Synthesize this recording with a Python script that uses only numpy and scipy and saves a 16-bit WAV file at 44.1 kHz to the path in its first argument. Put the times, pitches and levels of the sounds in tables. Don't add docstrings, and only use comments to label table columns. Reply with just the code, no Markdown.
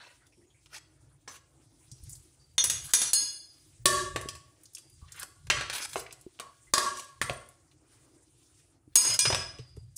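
import sys
import numpy as np
from scipy import signal
from scipy.fft import rfft, irfft, next_fast_len
from scipy.io import wavfile
from scipy.ndimage import uniform_filter1d, minimum_filter1d

SR = 44100
rng = np.random.default_rng(int(sys.argv[2]) if len(sys.argv) > 2 else 0)


def store_pcm(level_fs):
    pcm = np.round(np.clip(level_fs, -1, 1) * 32767).astype(np.int16)
    wavfile.write(sys.argv[1], SR, np.atleast_2d(pcm).T)


def voltage_ratio(decibels):
    exponent = np.asarray(decibels, float) / 20
    return 10 ** exponent


N = 439677

# frequency in Hz, level in dB per Hz.
RUMBLE = [(15, -61.5), (25, -43), (41, 0), (59, 2), (138, 4.5), (167, -8.5), (220, -32.5), (570, -120)]
HUM = [(120, -52), (200, -21), (318, -2.5), (428, -15.5), (807, -19.5), (2500, -34), (3250, -47.5),
       (5500, -120)]
HISS = [(710, -47.5), (1200, -13), (3440, -4), (7010, 0.5), (9430, 4.5), (13100, -22), (15300, -9.5),
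        (16500, -24)]
# peak in seconds, rumble in dB.
JOLTS = [(1.05, -60), (2.079, -49.5), (2.7, -47), (3.91, -39), (4.16, -45.5), (5.022, -56), (5.522, -39),
         (5.97, -53), (6.779, -54.5), (7.301, -49.5), (8.45, -73.5), (9.08, -45), (9.3, -37), (9.8, -49)]
# time in seconds, hiss in dB.
HISS_LEVEL = [(0.0, -71), (1.45, -76.5), (1.75, -67.5), (2.1, -63), (2.399, -72), (3.6, -70.5), (4.5, -70.5),
              (5.361, -71.5), (6.16, -68.5), (6.66, -68), (7.55, -75), (7.8, -78.5), (7.92, -62), (8.1, -71),
              (8.6, -66.5), (8.8, -77), (9.97, -75)]
EDGES_HZ = 200 * 2 ** np.arange(0, 6.6, .5)

# full pressure in seconds, level in dB, level at 9 kHz in dB against it,
# rise by 30 dB in seconds, hold in seconds, fall by 30 dB in seconds.
SCRAPES = [(0.0, -48, -13.5, .01, 0.038, 0.17), (0.735, -43, -3, .035, .048, .015),
           (1.29, -50, 1, .01, .06, .07), (2.1, -64.5, 18, -1.03, 0.001, 0.25),
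           (2.935, -46, 4.5, 0.46, 0.0009, 0.78), (5.236, -37, -6.5, 0.16, 0.0012, -0.09),
           (5.729, -34.5, -1.5, -0.08, 0.13, 0.01), (5.96, -45, 6, 0.24, 0.039, 0.09),
           (6.95, -54.5, 1, 0, 0.066, 0.15), (9.03, -33, -4.5, 0.08, 0.084, 0.1961),
           (9.968, -47.5, 19, 0.01, 0.00093, 9)]
# start in seconds, length in seconds, centre in Hz, level in dB.
BURBLES = [(0.001, 0.07, 1600, -54), (0.09, 0.08, 2950, -74), (0.2, 0.12, 1950, -71),
           (0.215, 0.09, 1500, -70), (0.26, 0.04, 3500, -71), (0.32, 0.15, 5500, -74),
           (0.322, 0.045, 2480, -70), (0.41, 0.045, 1950, -73), (0.47, 0.13, 6800, -74),
           (0.5, 0.06, 3330, -72), (0.545, 0.11, 2300, -72), (1.28, .13, 6100, -53),
           (1.285, .12, 1100, -58)]
# start in seconds, length in seconds, pitch in Hz, level in dB.
SQUEALS = [
    (0.37, 0.17, 355, -62),
    (1.92, .1, 5700, -64),
    (2.394, 0.19, 4670, -67.5),
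    (4.78, .38, 4810, -68),
    (5.015, .12, 1134, -63),
    (6.4, 0.15, 1116, -48.5),
    (6.669, 0.068, 2040, -65.5),
    (7.215, 0.3, 8850, -52),
    (7.3, 0.22, 580, -52),
    (9.62, 0.35, 4790, -65),
]
# start in seconds, crack at 5.5 kHz in dB, brightness in dB per octave,
# narrowing in dB per octave squared.
TICKS = [(0.267, -45.5, 8, 2), (0.659, -42.5, -2, 1), (1.279, -24, 7, 47), (1.915, -27.5, 18, 26),
         (2.0363, -52, 23.5, -6), (2.0943, -39, 19, -4), (2.152, -34, 9, 13), (4.634, -46, 20.5, -1),
         (4.655, -32, 3.1, 19), (4.734, -44, 14, -1), (4.749, -23.5, 12.5, 10.5),
         (4.769, -38.5, -16.5, 10.5), (4.7814, -34, 7, -1), (4.898, -51, 15, -4), (5.1202, -26.5, 22, 20),
         (5.162, -52, 22.5, 1), (5.196, -43, 34.5, 2), (5.469, -32, -1.5, 0.5), (5.931, -30.5, -6, 4),
         (6.063, -47, -29.5, 10.5), (6.108, -35, -12, 8), (6.125, -30, 10, 2), (6.2114, -47, 22, 5),
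         (6.995, -26.5, 4.5, -1.3), (7.044, -49.5, 13.5, -0.5), (7.332, -48, 21, -1),
         (7.488, -52.5, 24.5, -9), (7.7135, -46, -17, 13), (9.7654, -46, 4, -5)]
# start in seconds, peak in dB, pitch in Hz.
SNAPS = [(0.6604, -42, 3170), (0.669, -46, 3500), (2.6985, -12, 6500), (2.9405, -8, 6000),
         (5.5482, -26, 2360), (5.7837, -28, 6450), (5.8041, -28, 1470), (5.8331, -26, 5680),
         (6.391, -32, 3000), (6.7445, -9, 1500), (6.988, -28, 9000), (7.0445, -36, 10000),
         (7.2155, -7, 1900), (7.2257, -15, 2200), (7.2975, -14, 2600), (7.403, -46, 8000),
         (7.418, -46, 7000), (7.463, -46, 6500), (9.2537, -8, 3300), (9.3258, -14, 3000),
         (9.331, -16, 3500), (9.3475, -11, 4000)]
# start in seconds, peak in dB, pitch in Hz, t60 in seconds.
THUDS = [(1.921, -40, 131, 0.11), (2.032, -37, 80.6, 0.12), (3.22, -45, 302, 0.097), (3.86, -26, 132, 0.27),
         (4.258, -24.5, 405, 0.02), (5.026, -33.5, 75.5, 0.049), (5.96, -39, 290, 0.075),
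         (6.265, -30, 367, 0.049), (7.237, -32.5, 116, 0.075), (7.306, -28.5, 128.4, 0.054),
         (8.877, -43.5, 310, 0.057), (9.068, -30.5, 354, 0.064), (9.271, -26.5, 136.5, 0.18),
         (9.33, -23, 121.7, 0.051), (9.591, -33.5, 445, 0.051), (9.596, -35.5, 123.5, 0.17),
         (9.771, -36, 422, 0.046), (9.777, -36, 114.8, 0.18)]

# start in seconds, crack at 5.5 kHz in dB,
# brightness in dB per octave, narrowing in dB per octave squared, ring in dB.
KNOCKS = [(1.2764, -53, -6, 0.5, -59.5), (3.8564, -2.5, 5, 2, -20.5), (4.16, -34, -3, 0.3, -45),
          (4.212, -47, 5.5, -1, -54), (4.287, -34, 0, 4, -55.5), (4.3513, -49.5, 1.5, 0, -73),
          (5.23, -43.5, 6, -4.5, -63), (5.5003, -12.5, -8.5, 3.5, -30), (5.6095, -40, -7, 2.5, -45),
          (5.6982, -34, -3.5, 2, -50), (5.9575, -45, -9, 0.5, -60), (6.398, -38.5, 1, -0.5, -57),
          (6.737, -8, 4, 5, -21.5), (6.78, -20, 2, 0, -27.5), (6.9711, -40.5, 3, 11, -54),
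          (7.2149, -25.5, 1.5, 0.5, -45), (7.2252, -62.5, -17, 4, -50.5), (7.296, -41, -6.5, 0, -49.5),
          (9.3018, -33.5, -5.5, 0.35, -54.5), (9.3267, -34, -11.5, 3, -68), (9.3463, -27, -1, 1.5, -37.5),
          (9.586, -50.5, -7.5, 6, -84)]
CLINKS = [(2.581, -21.5, -3.5, 2.5, -20.5), (2.6402, -19.5, 10, -3, -25.5), (2.6988, -19, 6, 0, -34.5),
          (2.9358, -6, 5.5, 0.5, -16), (3.017, -24.5, 4.5, -0.5, -28), (3.1328, -15.5, 12.5, -1, -22.5),
          (8.956, -3, 10, -1.54, -13.5), (9.0501, -41.5, -9, 2, -32), (9.1387, -35, 7, 0, -50.5),
          (9.191, -9, 5.5, 6.5, -20.5), (9.2534, -26, -14, 4.5, -39.5)]
KNOCK_SPOTS = [4, 0, 0, 0, 0, 0, 1, 2, 2, 2, 2, 1, 1, 1, 1, 3, 3, 4, 2, 2, 2, 4]
CLINK_SPOTS = [0, 2, 1, 2, 2, 3, 4, 4, 4, 5, 5]
# t60 in seconds, level in dB struck on each of five spots.
POT = [(0.35, -2.5, -14, -10.5, -10.5, -9.5), (0.22, -8, -20.5, -6.5, -22, -2),
       (0.38, -5.5, -10, -8.5, -30, -3), (0.22, -8, -11, -22.5, -29, -31),
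       (0.39, -19, -14.5, -19, -27, -13.5), (0.56, -20, -7.5, -19.5, -26, 4), (0.33, 2, 1, -7.5, 8, -33),
       (0.33, -9.5, -1.5, -4.5, 14, -12), (0.32, -12.5, -10.5, -11.5, 13.5, -0.5),
       (0.54, -12, -9, -4.5, 0.5, -2), (0.25, 2, -9, -15.5, 10.5, -38), (0.21, -12, -11, -4.5, -5, -38),
       (0.082, -32, -22, -2, -32, -34), (0.59, -17, -19, -23, 12, -26),
       (0.2, -24.5, -25, -1.5, -23, -25), (0.2, -24.5, -26, -3.5, -13, -27),
        (0.2, -26, -22.5, -1, -19, -29), (0.2, -25.5, -26.5, -4, -30, -27), (0.2, -25, -24, -2.5, -19, -25),
        (0.2, -19.5, -19, -4, -8, 0), (0.3, -15, -20, -24.5, -19, -25), (0.4, -13.5, -17, -25, -14, -25)]
POT_HZ = [366.0, 560.0, 590.0, 630.0, 955.0, 1085.0, 1123.0, 1150.0, 1384.0, 1650.0, 1776.0, 1852.0, 2700.0,
          8824.0]
POT_MORE_HZ = [1914.0, 2360.0, 2512.0, 2620.0, 2914.0, 3244.0, 6050.0, 9850.0]
# t60 in seconds, level in dB struck on each of six spots.
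SPOON = [(0.39, -27.5, -32, -24, -27, -21, -21.5), (0.5, -26, -29, -26.5, -24, -27.5, -20),
         (0.54, -27.5, -18, -21, -34, -22, -10.5), (0.3, -13.5, -19, -22, -16.5, -15.5, -16),
         (1, -5.5, -12.5, -20, -24, -41, -15.5), (0.3, 1.5, -11.5, -5.5, -18.5, -28.5, -35.5),
         (0.48, -7.5, -12.5, -13, -4.5, -20, -28), (0.63, -24, -18, -22.5, -8.5, -18, -29),
         (1, -22.5, -25.5, -28.5, -10.5, -6, -3.5), (0.46, -16, -23.5, -21.5, -11, -9, -3.5),
         (0.4, 2.5, -22, 0, -22.5, -14.5, -1.5), (0.92, 1.5, -13.5, -9, -13.5, -17.5, -19.5),
         (0.32, -12.5, 10, 1, 3, 10.5, -3),
         (0.2, -58, -31, -19, -12.5, -53.5, -18.5), (0.1, -28.5, -1.5, -3.5, -21.5, -12.5, 5),
          (0.3, -28, -14, -17, -25.5, -20, -22.5), (0.24, -26, -8.5, -2, -13, 5.5, 4),
          (0.27, -1, -22, -15, 6, -15.5, -1), (0.56, -26.5, -9, -0.5, -10.5, -20, -21.5),
          (0.41, -17, -2, -4.5, -6, -8, -15.5), (0.14, -43.5, -18, -11, -10, -15, -37),
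          (0.16, -35, -27.5, -23, -35, -9.5, -40.5)]
SPOON_HZ = [1017.0, 1658.0, 2410.0, 2885.0, 3400.0, 3650.0, 4296.0, 4813.0, 5042.0, 5185.0, 5865.0, 6460.0,
            6590.0]
SPOON_HIGH_HZ = [7930.0, 8395.0, 8715.0, 8910.0, 9245.0, 9773.0, 10530.0, 11010.0, 11430.0]
POT_FREE = [1.05, 1.02, 0.78, 0.28, 0.64]
SPOON_FREE = [0.63, 0.69, 0.55, 1.045, 0.94, 0.98]

# frequency in Hz, t60 in seconds.
ROOM_T60 = [(200, .5), (1000, .5), (4000, .48), (9000, .38), (12000, .24), (15000, .24)]
# frequency in Hz, gain in dB.
MIC = [(200, -23.5), (400, -13), (9500, -4), (11500, -9), (12600, -22.5), (13600, -27.5), (14400, -12),
       (15500, -11.5)]
PASSBAND = [(22, -14), (32, -6), (40, -9), (50, 0), (15550, 0), (15750, -20), (16700, -22), (16850, -80)]


def rms_one(x):
    return x / np.sqrt(np.mean(x ** 2) + 1e-20)


def at_hz(points, hz):
    table_hz, value = np.array(points).T
    return np.interp(np.log(hz), np.log(table_hz), value)


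def shade(x, points):
    size = next_fast_len(N + SR // 10)
    hz = np.arange(1, size // 2 + 2) * SR / size
    return irfft(rfft(x, size) * voltage_ratio(at_hz(points, hz)), size)[:N]


def drift(rate):
    knots = rng.standard_normal(int(N / SR * 60) + 2)
    smooth = rms_one(signal.lfilter([1], [1, -np.exp(-rate / 10)], knots))
    return np.interp(np.arange(N) / SR * 60, np.arange(len(knots)), smooth)


def peak_db(s, db, rise_db_s, fall_db_s):
    t = np.arange(N) / SR - s
    return db - np.maximum(-rise_db_s * t, fall_db_s * t)


def bands(size, ripple_db):
    grip = 8192
    count = size // grip + 1
    spot = np.arange(grip // 2 + 1) * SR / grip / 95
    knots = rng.standard_normal((count, int(spot[-1]) + 2)).clip(-3, 1.4)
    ripple = np.array([np.interp(spot, np.arange(len(row)), row) for row in knots])
    spectrum = rfft(rng.standard_normal((2, count, grip))) * voltage_ratio(ripple_db * ripple)
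    white = irfft(spectrum, grip).reshape(2, -1)[:, :size]
    for k, (low, high) in enumerate(zip(EDGES_HZ, EDGES_HZ[1:])):
        sos = signal.butter(2, [low, high], "band", fs=SR, output="sos")
        yield np.sqrt(low * high), rms_one(signal.sosfilt(sos, white[k % 2]))


def strikes(rows, db):
    clicks = np.full(N, 1e-18)
    clicks[(np.array(rows)[:, 0] * SR).astype(int)] = voltage_ratio(db)
    return clicks


def fade(clicks, t60):
    return signal.lfilter([1], [1, -voltage_ratio(-60 / (t60 * SR))], clicks)


def ring(clicks, hz, t60):
    r, w = voltage_ratio(-60 / (t60 * SR)), 2 * np.pi * hz / SR
    return signal.lfilter([0, np.sin(w)], [1, -2 * r * np.cos(w), r * r], clicks)


def background():
    hiss_db = np.interp(np.arange(N) / SR, *np.transpose(HISS_LEVEL))
    hum_db = -72.5 + 0.25 * (hiss_db - hiss_db.mean())
    jolts = sum(voltage_ratio(peak_db(s, db, rise_db_s=174, fall_db_s=97.5)) for s, db in JOLTS)
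    levels = voltage_ratio(-69) + jolts, voltage_ratio(hum_db), voltage_ratio(hiss_db)
    patches = sum(noise * np.sqrt(hz) * voltage_ratio(3.0 * drift(7)) for hz, noise in bands(size=N, ripple_db=1.5))
    sources = rng.standard_normal(N), patches, patches
    out = 0
    for spectrum, level, source in zip((RUMBLE, HUM, HISS), levels, sources):
        out = out + rms_one(shade(source, spectrum)) * level * voltage_ratio(2.5 * drift(1))
    return out


def scrape_stroke():
    pressure = []
    for s, db, _, rise, held, fall in SCRAPES:
        onset = peak_db(s, db, 30 / max(rise, .002), 0)
        release = peak_db(s + held, db, 0, 30 / max(fall, .002))
        pressure.append(np.minimum(onset, release))
    pressure = np.array(pressure)
    return pressure.max(axis=0), np.array(SCRAPES)[pressure.argmax(axis=0), 2]


def scrape_grit(low_db):
    catches = (rng.random(N) < 160 / SR) * voltage_ratio(0.77 * rng.exponential(1, N).clip(0, 3))
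    return (.5 + 0.39 * fade(catches, 0.058)) * uniform_filter1d(voltage_ratio(low_db), 200)


def blow_db(rows, hz):
    octave = np.clip(np.log2(hz / 5500), -3, .9)
    return np.array([db + bright * octave - max(narrow, -2) * octave ** 2
                     for s, db, bright, narrow, *_ in rows])


def crack_shape(hz):
    slower = (3000 / hz) ** 0.016 / (1 + np.power(hz / 14000, 4))
    clink, knock, tick = [strikes(rows, blow_db(rows, hz)) for rows in (CLINKS, KNOCKS, TICKS)]
    shape = voltage_ratio(-3.0) * fade(clink, 0.092 * slower)
    shape += voltage_ratio(-2.0) * fade(knock, 0.078 * slower)
    shape += voltage_ratio(-15.0) * fade(tick, 0.051 * slower)
    shape += fade(voltage_ratio(-22) * clink + voltage_ratio(-18.5) * knock + voltage_ratio(-40.0) * tick, 0.49 * slower)
    shape += voltage_ratio(1.5) * fade(clink / 2 + knock, 0.0079)
    return uniform_filter1d(shape, size=44, origin=21)


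def contacts():
    out, (low_db, high_db) = 0, scrape_stroke()
    grit = scrape_grit(low_db)
    for hz, noise in bands(size=N, ripple_db=4.5):
        rub_db = np.interp(np.log(hz), np.log([300, 1500, 5000]), [-26, -8, -6])
        rub_db += high_db.clip(-30, 30) * np.clip(np.log2(hz / 4000), -.5, 1)
        rub_db += 4.0 * drift(30)
        out = out + noise * (crack_shape(hz) + voltage_ratio(rub_db) * grit)
    return out


def burbles_and_squeals():
    out = np.zeros(N + SR)
    for rows, t60 in ((BURBLES, .01), (SQUEALS, .05)):
        for s, length, hz, db in rows:
            size = int(length * SR)
            tone = rms_one(ring(rng.standard_normal(SR // 2), hz, t60))[:size]
            swell = np.sin(np.pi * np.linspace(0, 1, size) ** 0.27)
            out[int(s * SR):][:size] += voltage_ratio(db) * tone * swell
    return out[:N]


def snaps():
    return sum(ring(strikes([row], row[1]), row[2], 9 / row[2]) for row in SNAPS)


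def body(rows, spots, modes_hz, modes, free, split, twin_db, flutter, wander):
    out, modes = np.zeros(N + SR), np.array(modes)
    twin_hz = modes_hz * (1 + split * (-1) ** np.arange(len(modes)))
    hz = np.r_[modes_hz, twin_hz][:, None]
    t60 = np.r_[modes[:, 0], .6 * modes[:, 0]][:, None].clip(0, .62)
    chance = rng.standard_normal((len(rows), len(hz), 60))
    for k, (s, *_, ring_db) in enumerate(rows):
        damped = [later[0] - s for later, spot in zip(rows[k:], spots[k:]) if spot != spots[k]]
        left = min(damped + [.62, (ring_db + 95) / 110])
        t = np.arange(int(left * SR)) / SR
        knot, part = np.divmod(t * 70, 1)
        knot = knot.astype(int)
        knots = 1 + flutter * chance[k] * np.arange(60).clip(0, 4) / 4
        waver = knots[:, knot] * (1 - part) + knots[:, knot + 1] * part
        walk = wander * np.cumsum(chance[k, ::-1, ::-1], axis=1)
        slip = walk[:, knot] * (1 - part) + walk[:, knot + 1] * part - walk[:, :1]
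        struck_db = modes[:, 1 + spots[k]]
        mode_db = np.r_[struck_db, struck_db + twin_db]
        decay = np.exp(-np.log(1000) / (t60 * free[spots[k]]) * t)
        sound = voltage_ratio(ring_db + mode_db) @ (waver * decay * np.sin(2 * np.pi * hz * t + slip))
        out[int(s * SR):][:len(t)] += sound * np.clip((left - t) / .02, 0, 1)
    return out[:N]


def pot_ring():
    return body(KNOCKS, KNOCK_SPOTS, POT_HZ + POT_MORE_HZ, POT, POT_FREE,
                split=.018, twin_db=-2, flutter=.95, wander=1.0)


def thuds():
    out = 0
    for row in THUDS:
        out = out + ring(strikes([row], row[1] + 1.0), row[2], row[3])
    return signal.lfilter([.03], [1, -.97], out)


def spoon_ring():
    return body(CLINKS, CLINK_SPOTS, SPOON_HZ + SPOON_HIGH_HZ, SPOON, SPOON_FREE,
                split=.006, twin_db=-2, flutter=.8, wander=.8)


def kitchen(x):
    t = np.arange(SR) / SR
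    tail = sum(noise * voltage_ratio(-60 * t / at_hz(ROOM_T60, hz)) * np.sqrt(hz)
               for hz, noise in bands(size=SR, ripple_db=5.5))
    tail = tail * np.clip(t / 0.0011, 0, 1) ** 2
    return signal.fftconvolve(x, tail / np.sqrt(np.sum(tail ** 2)))[:N]


def scene():
    rings = spoon_ring() + pot_ring()
    broad = shade(contacts(), MIC) + snaps()
    wet = kitchen(voltage_ratio(-8) * rings + voltage_ratio(-13.5) * broad)
    mix = rings + broad + wet + thuds() + burbles_and_squeals() + background()
    return shade(mix, PASSBAND)[None]


def roll_off(x):
    return signal.sosfilt(signal.butter(12, 16820, fs=SR, output="sos"), x)


def record(dry):
    limit_db, release_db_s, squeeze, ceiling = -25.5, 187, .45, .56
    ahead = int(.022 * SR)
    level_db = 10 * np.log10(uniform_filter1d(dry[0] ** 2, 128) + 1e-12)
    slope = release_db_s * np.arange(N) / SR
    held_db = np.maximum.accumulate(level_db + slope) - slope
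    over_db = np.maximum(held_db - limit_db, 0)
    cut_db = minimum_filter1d(-squeeze * over_db, ahead, origin=-(ahead // 2))
    cut_db = uniform_filter1d(cut_db, ahead, origin=(ahead - 1) // 2)
    cut_db = np.r_[cut_db[ahead // 4:], np.zeros(ahead // 4)]
    return roll_off(ceiling * np.tanh(dry * voltage_ratio(cut_db) / ceiling))


dry = scene()
out = record(dry)
store_pcm(out)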